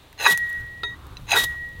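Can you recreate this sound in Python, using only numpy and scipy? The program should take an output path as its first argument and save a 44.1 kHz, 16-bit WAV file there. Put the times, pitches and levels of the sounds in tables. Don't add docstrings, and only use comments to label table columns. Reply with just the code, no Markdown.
import sys
import numpy as np
from scipy import signal
from scipy.fft import rfft, irfft
from scipy.io import wavfile
from scipy.ndimage import uniform_filter1d

SR = 44100
rng = np.random.default_rng(int(sys.argv[2]) if len(sys.argv) > 2 else 0)


def pcm_store(signal):
    levels = np.round(np.clip(np.atleast_2d(signal), -1, 1) * 32767)
    wavfile.write(sys.argv[1], SR, levels.astype(np.int16).T)


N = 79380

# time in seconds, place along the stroke (about 1 at its start,
# 0 at its end), brightness of the rasp in dB per octave, level of the low part of the spark fizz in dB.
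CONTACT = [(0, 1.3, 2, -10), (.19, 0.98, 1, -7), (.24, .4, -0.5, -16), (.265, .01, 2.5, -5),
           (.3, .01, -4.1, -4.7), (.34, .01, -0.5, -1), (.45, .01, 10, 5), (1.1, 0.6, -6, -10),
           (1.29, 0.53, 1, 4), (1.32, 0.17, 4.5, -6), (1.365, .01, -6.5, -5.5), (1.39, 0.011, 0.5, -1.3),
           (1.8, .01, -2, -3)]


def gain_of(db):
    return 10 ** (np.asarray(db) / 20)


def evened(x):
    return x / np.sqrt(np.mean(x ** 2) + 1e-20)


def add(mix, s, sound):
    part = mix[round(s * SR):][:len(sound)]
    part += sound[:len(part)]


def curve(rows, column, quiet=-120):
    rows = np.array(rows)
    return np.interp(np.arange(N) / SR, rows[:, 0], rows[:, column], quiet, quiet)


def colour(x, points):
    point_hz, db = np.transpose(points)
    hz = np.fft.rfftfreq(len(x), 1 / SR)
    gain = gain_of(np.interp(np.log(hz + 1), np.log(point_hz + 1), db))
    return evened(irfft(rfft(x) * gain, len(x)))


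def resonate(x, hz, width):
    turn = np.exp(2j * np.pi * np.cumsum(hz * np.ones(len(x))) / SR)
    r = np.exp(-np.pi * width / SR)
    smooth = signal.lfilter([1 - r], [1, -r], x / turn + 1e-18)
    return 2 * (turn * smooth).real


def clicks(per_s, spread_db):
    chance, size, sign = rng.random((3, N))
    heights = gain_of(spread_db * np.minimum(-np.log(size + 1e-9), 4))
    return evened((chance < per_s / SR) * np.sign(sign - .5) * heights)


def outdoors():
    # frequency in Hz, relative level in dB.
    wash_spectrum = [(150, -36), (250, -4), (429, -5.5), (651, -6.5), (1080, -8), (1500, -13),
                     (3280, -11.5), (3770, -9), (5070, -22.5), (13000, -26.5), (16000, -26)]
    # frequency in Hz, relative level in dB.
    wind_spectrum = [(12, -12), (20, -4.5), (74, 2.5), (145, -5.5), (217, -17.5), (367, -23.5), (409, -25),
                     (500, -20.5), (650, -45), (1100, -120)]
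    # time in seconds, level in dB.
    gusts = [(0.0, -58), (0.27, -48.5), (0.324, -60), (0.344, -42), (0.536, -51.5), (0.596, -37),
             (0.68, -45), (0.936, -42.5), (0.952, -46.5), (1.368, -37), (1.584, -45), (1.8, -40.5)]
    # middle in seconds, length in seconds, centre in Hz,
    # width in Hz, level in dB.
    rustles = [(0.5, 0.45, 1640, 880, -50), (1.063, 0.49, 1130, 740, -52), (1.526, 0.13, 1160, 1800, -49),
               (.32, 0.059, 170.5, 43, -36), (0.247, 0.097, 530, 160, -39.5),
               (1.017, 0.58, 285, 107, -54.5), (0.56, 0.061, 250, 120, -69)]
    wash_db = -54
    t = np.arange(N) / SR
    lumps = evened(colour(rng.standard_normal(N), [(0, 0), (5, 0), (14, -40)]))
    wash = colour(rng.standard_normal(N), [(60, -37)] + wash_spectrum + [(20000, -36)])
    out = gain_of(wash_db + .5 * lumps) * wash
    wind = colour(rng.standard_normal(N), [(8, -36)] + wind_spectrum + [(900, -47)])
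    out += gain_of(curve(gusts, 1, -50) + 0.85 * lumps) * wind
    for mid, length, hz, width, db in rustles:
        swell = np.cos(np.pi * np.clip((t - mid) / length, -.5, .5))
        rustle = evened(resonate(resonate(rng.standard_normal(N), hz, width), hz, width))
        out += gain_of(db) * swell * rustle
    return out


def pressed(x, tilt_db=0):
    # frequency in Hz, width in Hz, relative level in dB,
    # share of the pitch by which it sinks along a stroke.
    modes = [(437, 65, -9.5, 0), (594, 104, -11.5, 0.0059), (774, 170, -7.5, 0), (931, 56, -1, 0.018),
             (1137, 28, -6.5, 0.014), (1492, 45, -5, 0), (1624, 44, -4.5, 0.023), (1917, 115, -2, 0),
             (2531, 124, 2.5, 0.083), (3304, 99, -12.5, 0.049), (3938, 72, 1.5, 0.043),
             (4837, 94, -11, 0.063), (5150, 160, -18.5, 0), (6180, 58, -8, 0), (6653, 93, -7, 0.0056),
             (9040, 140, -15, 0.026), (10000, 98, -22, 0), (11750, 130, -35, 0), (14450, 140, -23, 0)]
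    grit_db = -21.5
    wander = .012
    skirt = 6.7
    place = curve(CONTACT, 1)
    out = gain_of(grit_db) * x
    for k, (f, width, db, sink) in enumerate(modes):
        drift = uniform_filter1d(uniform_filter1d(rng.standard_normal(N), size=700), size=700)
        hz = f * (1 + sink * place + wander * evened(drift))
        push = x * gain_of(tilt_db * np.log2(f / 2560))
        ring = resonate(resonate(push, hz, width), hz, skirt * width)
        out = out + (-1) ** k * gain_of(db) * ring / np.sqrt(16 * width / SR)
    return out


def catches():
    # time in seconds, relative level in dB,
    # favoured frequency in Hz, spread in octaves.
    touches = [(.128, -36, 2500, 1.5), (.178, -38, 4000, 2.9), (.19, -25, 4500, 1),
               (0.199, -20.5, 2000, 1.3), (.21, -22.5, 2500, 1.3), (.226, -13.5, 3020, 0.74),
               (0.237, -16, 4000, 0.76), (.245, -6.5, 3120, 0.41), (0.255, -3, 2000, 0.65),
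               (.259, -1.5, 1180, 0.54), (0.2626, 6, 1460, 0.31), (0.266, -13, 1480, 0.16),
               (.268, -9, 1200, 1.34), (1.169, -25.5, 5070, 1.06), (1.295, -15, 4040, 0.42),
               (1.307, -11.5, 6450, 0.77), (1.317, -2, 3180, 0.47), (1.337, -9, 2200, 1.1),
               (1.339, -7.5, 4000, .4), (1.348, -21, 1480, 0.33), (1.36, -7, 1370, 0.71),
               (1.365, -9, 1590, 0.48), (1.28, -36, 2500, 1.3)]
    rebound_s = .004
    force = np.zeros(N)
    hz = np.fft.rfftfreq(512, 1 / SR) + 1
    t = np.arange(1, 200) / SR
    grits = rng.standard_normal((len(touches), 199))
    for (s, db, top_hz, spread), grit in zip(touches, grits):
        jolt = irfft(gain_of(db - 6 * (np.log2(hz / top_hz) / spread) ** 2), 512)
        rebound = .2 * grit * gain_of(-60 * t / rebound_s)
        add(force, s - 256 / SR, 4 * np.convolve(np.roll(jolt, 256), np.r_[1, rebound]))
    return pressed(force)


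def pops():
    # start in seconds, starting level in dB, time to fall by 60 dB in seconds, low edge in Hz.
    ticks = [(.128, -40.5, 0.0074, 1190), (.334, -30, .01, 3000), (.346, -44, .008, 6000),
             (.353, -41, .01, 6000), (.364, -48, 0.0071, 9000), (0.3755, -15, 0.0072, 900),
             (0.379, -32, .025, 2000), (.323, -13, 0.0067, 2980), (.388, -36, .01, 5000),
             (.397, -49, .01, 9000), (.443, -48, .01, 6000), (.487, -51, 0.0071, 7000),
             (.494, -37, .008, 7000), (0.5, -35, 0.01, 7000), (.518, -50, 0.0074, 6000),
             (.529, -36, .008, 6000), (.552, -46, 0.009, 8000), (.6, -46, .008, 6000),
             (.667, -44, .008, 9000), (1.068, -43.5, 0.0074, 3500), (1.389, -26, .008, 3000),
             (1.437, -21, 0.017, 4900), (1.445, -18.5, .012, 2500), (1.485, -55, .01, 5970),
             (1.69, -46, .01, 6000)]
    out, t = np.zeros(N), np.arange(1200) / SR
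    bursts = rng.standard_normal((len(ticks), 1200))
    for (s, db, t60, low_hz), burst in zip(ticks, bursts):
        highpass = signal.butter(2, low_hz, "high", fs=SR)
        add(out, s, signal.lfilter(*highpass, gain_of(db - 60 * t / t60) * burst))
    return out


def scrape(rows):
    slips = clicks(per_s=1300, spread_db=2)
    rod_width_hz = 197
    hz = curve(rows, 2, 1000)
    rod_push = slips * gain_of(curve(rows, 3))
    rod = resonate(resonate(rod_push, hz, rod_width_hz), hz, 2 * rod_width_hz)
    rasp = pressed(slips * gain_of(curve(rows, 1)), curve(CONTACT, 2))
    return rasp + rod / np.sqrt(np.pi * rod_width_hz / SR)


def fizz(rows):
    # frequency in Hz, relative level in dB.
    spectrum = [(120, -40), (200, -17), (1740, -13), (1910, -5.5), (2330, -20), (3760, -4.5), (4520, -17.5),
                (14100, -18.5), (16000, -26)]
    hiss_share, split_hz = .6, 4300
    crackle = clicks(per_s=2500, spread_db=3.5)
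    x = colour(hiss_share * rng.standard_normal(N) + (1 - hiss_share) * crackle, spectrum)
    body = signal.filtfilt(*signal.butter(2, split_hz, fs=SR), x)
    return (x - body + body * gain_of(curve(CONTACT, 3))) * gain_of(curve(rows, 4))


def blows():
    # frequency in Hz, relative level in dB,
    # time to fall by 60 dB in seconds.
    modes = [(413.8, -16, .2), (477, -14.5, 0.052), (688, -22.5, 0.11), (969, -17, 0.17),
             (1355, -1.5, 0.055), (1740, -47, 0.071), (2550, -10, 0.056), (3755, 0.5, 0.21),
             (4040, -22, 0.17), (4440, -18, .03), (4790, -11.5, 0.031), (6260, -33, .4), (6540, -30.5, .3),
             (8960, -29.5, 0.17), (9900, -31, .08), (14490, -34, .08)]
    # start in seconds, ring level in dB, brightness in dB per octave,
    # knock level in dB, ringing time before the muffling in seconds, pitch ratio, rise in seconds.
    hits = [(.268, -28, -5, -38, .3, 1.002, .004), (.8335, -23.5, -0.5, -25.5, 0.14, 1, 0.0005),
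            (1.365, -14, 2, -45, 0.12, 1.004, 0.0041), (0.83, -49, 7, -60, 0.049, 0.94, 0.0011)]
    muffle_s, waver_db = 0.016, 2.5
    out, t = np.zeros(N), np.arange(SR // 2) / SR
    bandpass = signal.butter(5, [380, 4700], "band", fs=SR)
    noises = rng.standard_normal((len(hits), SR // 2))
    for (s, db, tilt_db, knock_db, hold, tune, rise), noise in zip(hits, noises):
        ring = 0
        for (hz, mode_db, t60), (speed, phase) in zip(modes, rng.random((len(modes), 2))):
            waver = waver_db * np.sin(2 * np.pi * ((15 + 25 * speed) * t + phase)) * np.minimum(t / 0.023, 1)
            level_db = db + mode_db + tilt_db * np.log2(hz / 3770) - 60 * t / t60 + waver
            ring = ring + gain_of(level_db) * np.sin(2 * np.pi * hz * tune * t)
        knock = signal.lfilter(*bandpass, noise) * gain_of(knock_db - 60 * t / .04)
        muffle = np.clip((hold - t) / muffle_s, 0, 1)
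        add(out, s, np.minimum(t / rise, 1) * (ring * muffle + knock))
    return out


def tone(rows):
    level = uniform_filter1d(gain_of(curve(rows, 2)), size=90)
    return np.sqrt(2) * level * np.sin(2 * np.pi * np.cumsum(curve(rows, 1, 1910)) / SR)


def scene():
    # time in seconds, rasp level in dB, rod resonance in Hz,
    # rod level in dB, spark fizz level in dB.
    strokes = [
        [(.175, -51, 780, -77, -70), (.2, -30.5, 860, -42, -44), (.225, -30, 930, -33, -34),
         (.245, -25.5, 885, -30, -32), (.256, -21.5, 990, -18, -38), (.267, -18.5, 1010, -14, -40),
         (.275, -25.5, 980, -22.5, -23.5), (.29, -30.5, 980, -59, -26), (.32, -43, 1580, -63, -21),
         (.331, -41, 1550, -65, -24.5), (.339, -36, 1540, -70, -37), (.365, -59, 1550, -80, -50),
         (.4, -82, 1550, -82, -52.5), (.62, -90, 1550, -90, -60.5)],
        [(1.265, -56, 750, -54, -79), (1.29, -34, 760, -68, -55), (1.312, -27, 800, -36.5, -33.5),
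         (1.33, -22, 812, -19.5, -39), (1.348, -21, 930, -30.5, -34), (1.362, -30, 1470, -18, -22.5),
         (1.372, -27.5, 1590, -39, -22), (1.39, -38, 1550, -50, -21.5), (1.425, -40, 1550, -55, -28.5),
         (1.432, -60, 1550, -60, -30.5), (1.442, -55, 1550, -65, -22), (1.462, -64, 1550, -75, -45.5),
         (1.6, -69, 1600, -95, -63)],
    ]
    # time in seconds, pitch in Hz, level in dB.
    long_tones = [
        [(0.268, 1895, -25), (0.282, 1932, -18.5), (0.296, 1927, -14.5), (0.382, 1904, -27),
         (0.432, 1909, -22.5), (0.47, 1902, -29), (0.564, 1909, -28.5), (0.628, 1906, -36.5),
         (0.826, 1910, -42.5), (0.833, 1882, -45)],
        [(0.836, 1900, -28), (0.926, 1915, -37), (0.938, 1895, -36.5), (0.97, 2020, -66)],
        [(1.364, 1916, -44), (1.37, 1923, -21), (1.376, 1924, -19.5), (1.398, 1918, -18), (1.418, 1919, -27),
         (1.502, 1906, -28), (1.544, 1906, -34.5), (1.644, 1910, -32), (1.746, 1905, -44), (1.8, 1910, -44)],
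    ]
    metal = sum(scrape(rows) + fizz(rows) for rows in strokes) + catches() + blows()
    metal = metal + sum(tone(rows) for rows in long_tones)
    return (metal + pops() + outdoors())[None]


def record(dry):
    lowpass = signal.firwin(511, 16000, window=("kaiser", 9), fs=SR)
    return signal.oaconvolve(dry, lowpass[None], "same")


dry = scene()
out = record(dry)
pcm_store(out)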